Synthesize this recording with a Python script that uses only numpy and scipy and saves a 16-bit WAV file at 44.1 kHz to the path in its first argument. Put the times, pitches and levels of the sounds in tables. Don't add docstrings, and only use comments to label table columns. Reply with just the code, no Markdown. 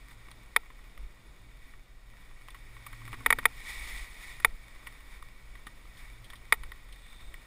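import sys
import numpy as np
from scipy import signal
from scipy.fft import rfft, irfft
from scipy.io import wavfile
from scipy.ndimage import uniform_filter1d

SR = 44100
rng = np.random.default_rng(int(sys.argv[2]) if len(sys.argv) > 2 else 0)


def dump(signal):
    limited = np.clip(np.atleast_2d(signal).T, -1, 1)
    pcm = np.round(limited * 32767).astype(np.int16)
    wavfile.write(sys.argv[1], SR, pcm)


N = 328986
TIME = np.arange(N) / SR
HIT_SIZE = 4096
HIT_TIME = np.arange(HIT_SIZE) / SR

# pitch in Hz, width in Hz, gain in dB.
CASE_AIR = [(1705, 112, -4.5), (1908, 375, 19), (2157, 53, -6), (2247, 223, 16.5), (2464, 112, 8.5),
            (3604, 525, 12), (5990.0, 190, -25.5), (8390, 260, 10), (9665, 160, 12.5), (10033, 340, 14),
            (11770, 595, -40), (13900, 210, 14), (14250, 190, 15)]
CASE_SHELL = [(243, 56, 11), (309, 58, -16), (450, 82, 14.5), (737, 7, -39), (853.0, 11.5, -43),
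              (907, 64, 7), (1193, 465, 11.5), (1361, 19, -31), (2650, 50, -21), (2890, 66, -34),
              (3400, 250, -6), (4320, 110, -3), (4300, 260, -16), (4800, 300, 7.5), (6930, 230, 6.5)]
# pitch in Hz, width in Hz, relative level in dB.
METAL_RING = [(3400, 600, 0), (8750, 600, -7)]
WEBBING_RING = [(3610, 140, 0.5), (8300, 210, -9)]
MOUNT_RING = [(113.4, 5.6, 4), (258, 14.5, -13)]

# frequency in Hz, gain in dB.
KNOCK_TONE = [(100.0, -10.5), (300.0, -17), (700.0, -4), (1500.0, -1.5), (2400.0, -6), (3200.0, -4),
              (6000.0, -23.5), (10500.0, -8), (15000.0, -13), (17000.0, -96)]
TICK_TONE = [(400.0, -11), (750.0, -16), (1100.0, 4), (1500.0, -8.5), (1900.0, -14), (2400.0, -19.5),
             (2900.0, -11.5), (3600.0, -21), (5000.0, -23.5), (7000.0, -27.5), (10000.0, -22.5),
             (15000.0, -27)]
WING_TONE = [(250.0, -9.5), (600.0, -8), (1100.0, 3), (1600.0, -6.5), (1900.0, -5), (2400.0, -3),
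             (2800.0, -3), (3600.0, -5.5), (5000.0, -2.5), (7000.0, -5), (10000.0, -10.5), (15000.0, -14.5)]
CLOTHES_TONE = [(250.0, -8), (600.0, -6), (1100.0, 6), (1600.0, -1.5), (1900.0, -6.5), (2400.0, -4),
                (2800.0, -3.5), (3600.0, -7.5), (5000.0, -4), (7000.0, -7), (10000.0, -11.5),
                (15000.0, -13.5)]
BREEZE_TONE = [(150.0, 2), (300.0, -2.5), (800.0, -7), (1080.0, -5.5), (1500.0, -10.5), (1900.0, -24),
               (2350.0, -22), (2800.0, -14), (3600.0, -20), (4800.0, -16), (7000.0, -18.5),
               (10000.0, -28.5), (15000.0, -31.5)]
RUMBLE_TONE = [(8, 0), (18, 2.5), (33, 0.5), (46, 0.5), (58, -8.5), (75, -22), (100, -28.5), (150, -29),
               (260, -31)]

# start in seconds, relative level in dB, extra crack near 5 kHz in dB.
KNOCKS = [(.563, -9, 7), (3.262, -10.4, -3), (3.3048, -8.9, -1), (3.3262, -10.7, -1), (3.455, -7.1, 0),
          (4.4475, -6.4, 2), (6.5243, -7.1, 4)]
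# start in seconds, relative level in dB, treble tilt in dB per octave, fade time in seconds.
TICKS = [(0.11, -44, 2, 0.0057), (0.285, -40, -1, 0.003), (0.314, -43, -2, 0.004),
         (0.703, -39, -3.5, 0.0042), (0.977, -39.5, 0, 0.0023), (1.737, -43.5, -1.5, 0.0033),
         (2.485, -35, 0.3, 0.0035), (2.546, -35.5, 0.5, 0.0087), (2.767, -40, 1.5, 0.0052),
         (2.865, -30.5, 3, 0.0067), (2.929, -34, -0.5, 0.0039), (3.018, -40, -1, 0.0076),
         (3.078, -34, 0.5, 0.0037), (3.13, -28.5, -0.5, 0.0049), (3.14, -30.5, -2.3, 0.0058),
         (3.205, -28.5, -4.5, 0.0079), (3.387, -20, -0.8, 0.0052), (3.43, -31.5, -4.5, 0.005),
         (4.401, -32.5, 1.5, 0.003), (4.761, -41, -3, 0.0022), (4.871, -29, 1.5, 0.0055),
         (5.226, -35.5, 1.2, 0.0025), (5.554, -38.5, 1.5, 0.0049), (5.668, -30, 0, 0.0057),
         (6.302, -39, 1, 0.0057), (6.333, -35.5, 1, 0.0075), (6.538, -27.5, 3, 0.005),
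         (6.635, -34, 0.5, 0.0038), (6.719, -31, 1, 0.0034), (7.341, -33.5, 1.5, 0.003)]
# start in seconds, relative level in dB, fade time in seconds.
CLINKS = [(.314, -47, 0.0038), (2.504, -48, 0.0051), (5.97, -51, 0.011), (6.244, -47.5, 0.013),
          (6.301, -44, 0.0052), (6.356, -48.5, 0.0097), (6.925, -47.5, 0.0071)]
# start in seconds, time at full speed in seconds, relative level in dB.
PULLS = [(3.476, .26, -44), (3.998, 0.042, -48)]
# time in seconds, effort in dB (0 is full effort).
EFFORT = [(0, -7.5), (.9, -10.5), (1.95, -15), (2.45, -8), (2.8, -4), (3.4, -0.5), (4.1, -7), (4.85, -4.5),
          (5.4, -8), (6.6, -7), (7.46, -6.5)]
# middle in seconds, length in seconds, relative level in dB.
SWISHES = [(0.104, 0.047, -58), (1.67, .14, -61.5), (2.243, 0.15, -63.5), (5.13, 0.069, -57),
           (6.039, 0.17, -57.5)]
SLIDES = [(7.14, 0.26, -61.5)]
BUFFETS = [(1.0, 0.11, -45.5), (3.347, .15, -42.5), (3.922, 0.19, -40), (4.506, 0.084, -35),
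           (5.18, 0.038, -50), (6.63, 0.16, -43.5), (7.295, 0.11, -44)]
SHAKES = [(.15, 0.18, -64), (1.42, 0.26, -60), (3.18, 0.59, -53), (6.157, 0.16, -60), (6.63, .15, -61)]
JOLTS = [(3.29, 0.21, -57.5)]


def knocks(gain_db=18.2, damp_s=0.031, contact_s=0.0048, chatter_hz=2700, lead_s=.0005):
    f, out = bins(HIT_SIZE), np.zeros(N)
    body_db = slope(f, KNOCK_TONE) + peaks(f, CASE_SHELL) + peaks(f, CASE_AIR)
    spread = linger(f, 1930, 384) * linger(f, 1090, 870) * linger(f, 620, 260)
    contact = np.exp(-(HIT_TIME / contact_s) ** 6)
    treble = 1 / (1 + (chatter_hz / f) ** 12)
    for s, db, crack_db in KNOCKS:
        chatter = rfft(rng.standard_normal(HIT_SIZE) * contact)
        chatter *= causal(-10 * np.log10(uniform_filter1d(np.abs(chatter) ** 2, size=40)))
        push = np.sqrt(1 - treble) * spread + np.sqrt(treble) * chatter
        ring = irfft(causal(body_db + peaks(f, [(5000, 3500, crack_db)])) * push)
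        ring *= np.exp(-(HIT_TIME / damp_s) ** 2)
        add_hit(out, s - lead_s, ring, db + gain_db)
    return out


def ticks(rows, gain_db=15, lead_s=.0005):
    f, out = bins(HIT_SIZE), np.zeros(N)
    body_db = slope(f, TICK_TONE) + peaks(f, CASE_AIR)
    for s, db, tilt_db, fade_s in rows:
        force = rng.standard_normal(HIT_SIZE) * np.exp(-HIT_TIME / fade_s)
        force[0] += 2
        response = causal(body_db + tilt_db * np.log2(f / 2000)) * linger(f, 1860, 600)
        add_hit(out, s - lead_s, irfft(rfft(force) * response), db + gain_db)
    return out


def wing(rise_s=.23, fade_s=.14):
    gain = 1e-6
    for s, hold_s, db in PULLS:
        rise = np.clip((TIME - s) / rise_s, 0, 1) ** 1.35
        fade = np.exp(-np.maximum(TIME - s - rise_s - hold_s, 0) / fade_s)
        gain = np.hypot(gain, undb(db) * rise * fade)
    return cloth(gain * undb(-0.5), WING_TONE,
                 snaps_per_s=740, spread_db=1.5, crease_db=-12.5, flutter_db=1.2)


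def clothes():
    gain = follow_effort(SWISHES, full_db=-53.5, db_per_effort_db=1.1)
    return cloth(gain * undb(1), CLOTHES_TONE,
                 snaps_per_s=330, spread_db=8.5, crease_db=-8.5, flutter_db=0.93)


def cloth(gain, tone, snaps_per_s, spread_db, crease_db, flutter_db):
    pull = np.sqrt(gain / gain.max())
    snaps = rng.random(N) < snaps_per_s * pull / SR
    sizes = undb(spread_db * np.minimum(rng.exponential(size=N), 4))
    creases = unit(snaps * sizes * rng.choice([-1, 1], N))
    friction = rng.standard_normal(N) + undb(crease_db) * creases
    flutter = undb(flutter_db * wander(per_s=45))
    return through_case(friction * flutter, tone) * gain


def clinks(gain_db=21):
    out = np.zeros(N)
    metal = ringing(bins(HIT_SIZE), METAL_RING)
    for s, db, fade_s in CLINKS:
        scrape = rng.standard_normal(HIT_SIZE) * np.exp(-HIT_TIME / fade_s)
        add_hit(out, s, irfft(rfft(scrape) * metal), db + gain_db)
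    return out


def webbing_rasp():
    return shaped_noise(ringing(bins(N), WEBBING_RING)) * swells(SLIDES)


def faint_ticks(full_effort_per_s=6.3, spread_db=1.5, fade_s=0.0055, slots=150):
    chance, place, strength, tilt = rng.random((slots, 4)).T
    slot_s = N / SR / slots
    s = (np.arange(slots) + place) * slot_s
    effort_db = effort(s)
    db = -43.5 + 0.38 * effort_db + spread_db * (2 * strength - 1)
    rows = np.column_stack([s, db, 2 * tilt - 1, np.full(slots, fade_s)])
    return ticks(rows[chance < full_effort_per_s * undb(effort_db) * slot_s])


def wind_rumble():
    f = bins(N)
    swirls = shaped_noise(undb(slope(f, RUMBLE_TONE)) / (1 + (f / 400) ** 2))
    return swirls * follow_effort(BUFFETS, full_db=-46.5, db_per_effort_db=0.33)


def mount_drone():
    f = bins(N)
    drone = shaped_noise(ringing(f, MOUNT_RING) / (1 + (f / 500) ** 2))
    return drone * follow_effort(SHAKES, full_db=-66.5, db_per_effort_db=0.075)


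def mount_jolts():
    return shaped_noise(ringing(bins(N), MOUNT_RING[1:])) * swells(JOLTS)


def breeze(level_db=-61.0, sway_db=1.0):
    hiss = through_case(rng.standard_normal(N), BREEZE_TONE)
    return hiss * undb(level_db + sway_db * wander(per_s=7.1))


def effort(s):
    return np.interp(s, *np.transpose(EFFORT))


def follow_effort(rows, full_db, db_per_effort_db):
    return np.hypot(undb(full_db + db_per_effort_db * effort(TIME)), swells(rows))


def swells(rows):
    return np.sqrt(sum(undb(db) ** 2 * .5 ** ((2 * (TIME - s) / length) ** 2) for s, length, db in rows))


def wander(per_s):
    hold = int(SR / per_s)
    steps = np.repeat(rng.standard_normal(N // hold + 1), hold)
    return unit(uniform_filter1d(uniform_filter1d(steps, hold), hold)[:N])


def through_case(x, tone):
    f = bins(HIT_SIZE)
    response = irfft(causal(slope(f, tone) + peaks(f, CASE_AIR)))
    return unit(signal.fftconvolve(x, response)[:N])


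def shaped_noise(response):
    return unit(irfft(rfft(rng.standard_normal(N)) * response, N))


def ringing(f, rows):
    return sum(undb(db) / (1 + 1j * (f / hz - hz / f) * hz / width) for hz, width, db in rows)


def peaks(f, rows):
    return sum(db / (1 + (2 * (f - hz) / width) ** 2) for hz, width, db in rows)


def slope(f, tone):
    hz, db = np.transpose(tone)
    return np.interp(np.log(f), np.log(hz), db)


def causal(db):
    cepstrum = irfft(np.log(undb(db)))
    half = len(cepstrum) // 2
    cepstrum[1:half] *= 2
    cepstrum[half + 1:] = 0
    return np.exp(rfft(cepstrum))


def linger(f, hz, width):
    pole = hz ** 2 - f ** 2 + 1j * f * width
    return pole.conj() / pole


def add_hit(out, s, sound, energy_db):
    start = int(np.clip(s * SR, 0, N - 1))
    out[start:start + len(sound)] += sound[:N - start] / np.linalg.norm(sound) * undb(energy_db)


def bins(size):
    return np.maximum(np.arange(size // 2 + 1) * SR / size, 1)


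def undb(db):
    return 10 ** (np.asarray(db) / 20)


def unit(x):
    return x / np.sqrt(np.mean(x ** 2))


def scene():
    fabric = clothes() + wing()
    kit = knocks() + ticks(TICKS) + clinks() + webbing_rasp()
    background = breeze() + wind_rumble() + mount_drone() + mount_jolts() + faint_ticks()
    mono = fabric + kit + background
    return np.array([mono, mono])


def record(dry, hiss_db=-78, top_hz=15400):
    hiss = undb(hiss_db) * rng.standard_normal(N)
    return signal.sosfilt(signal.ellip(8, .2, 70, top_hz, fs=SR, output="sos"), dry + hiss)


dry = scene()
out = record(dry)
dump(out)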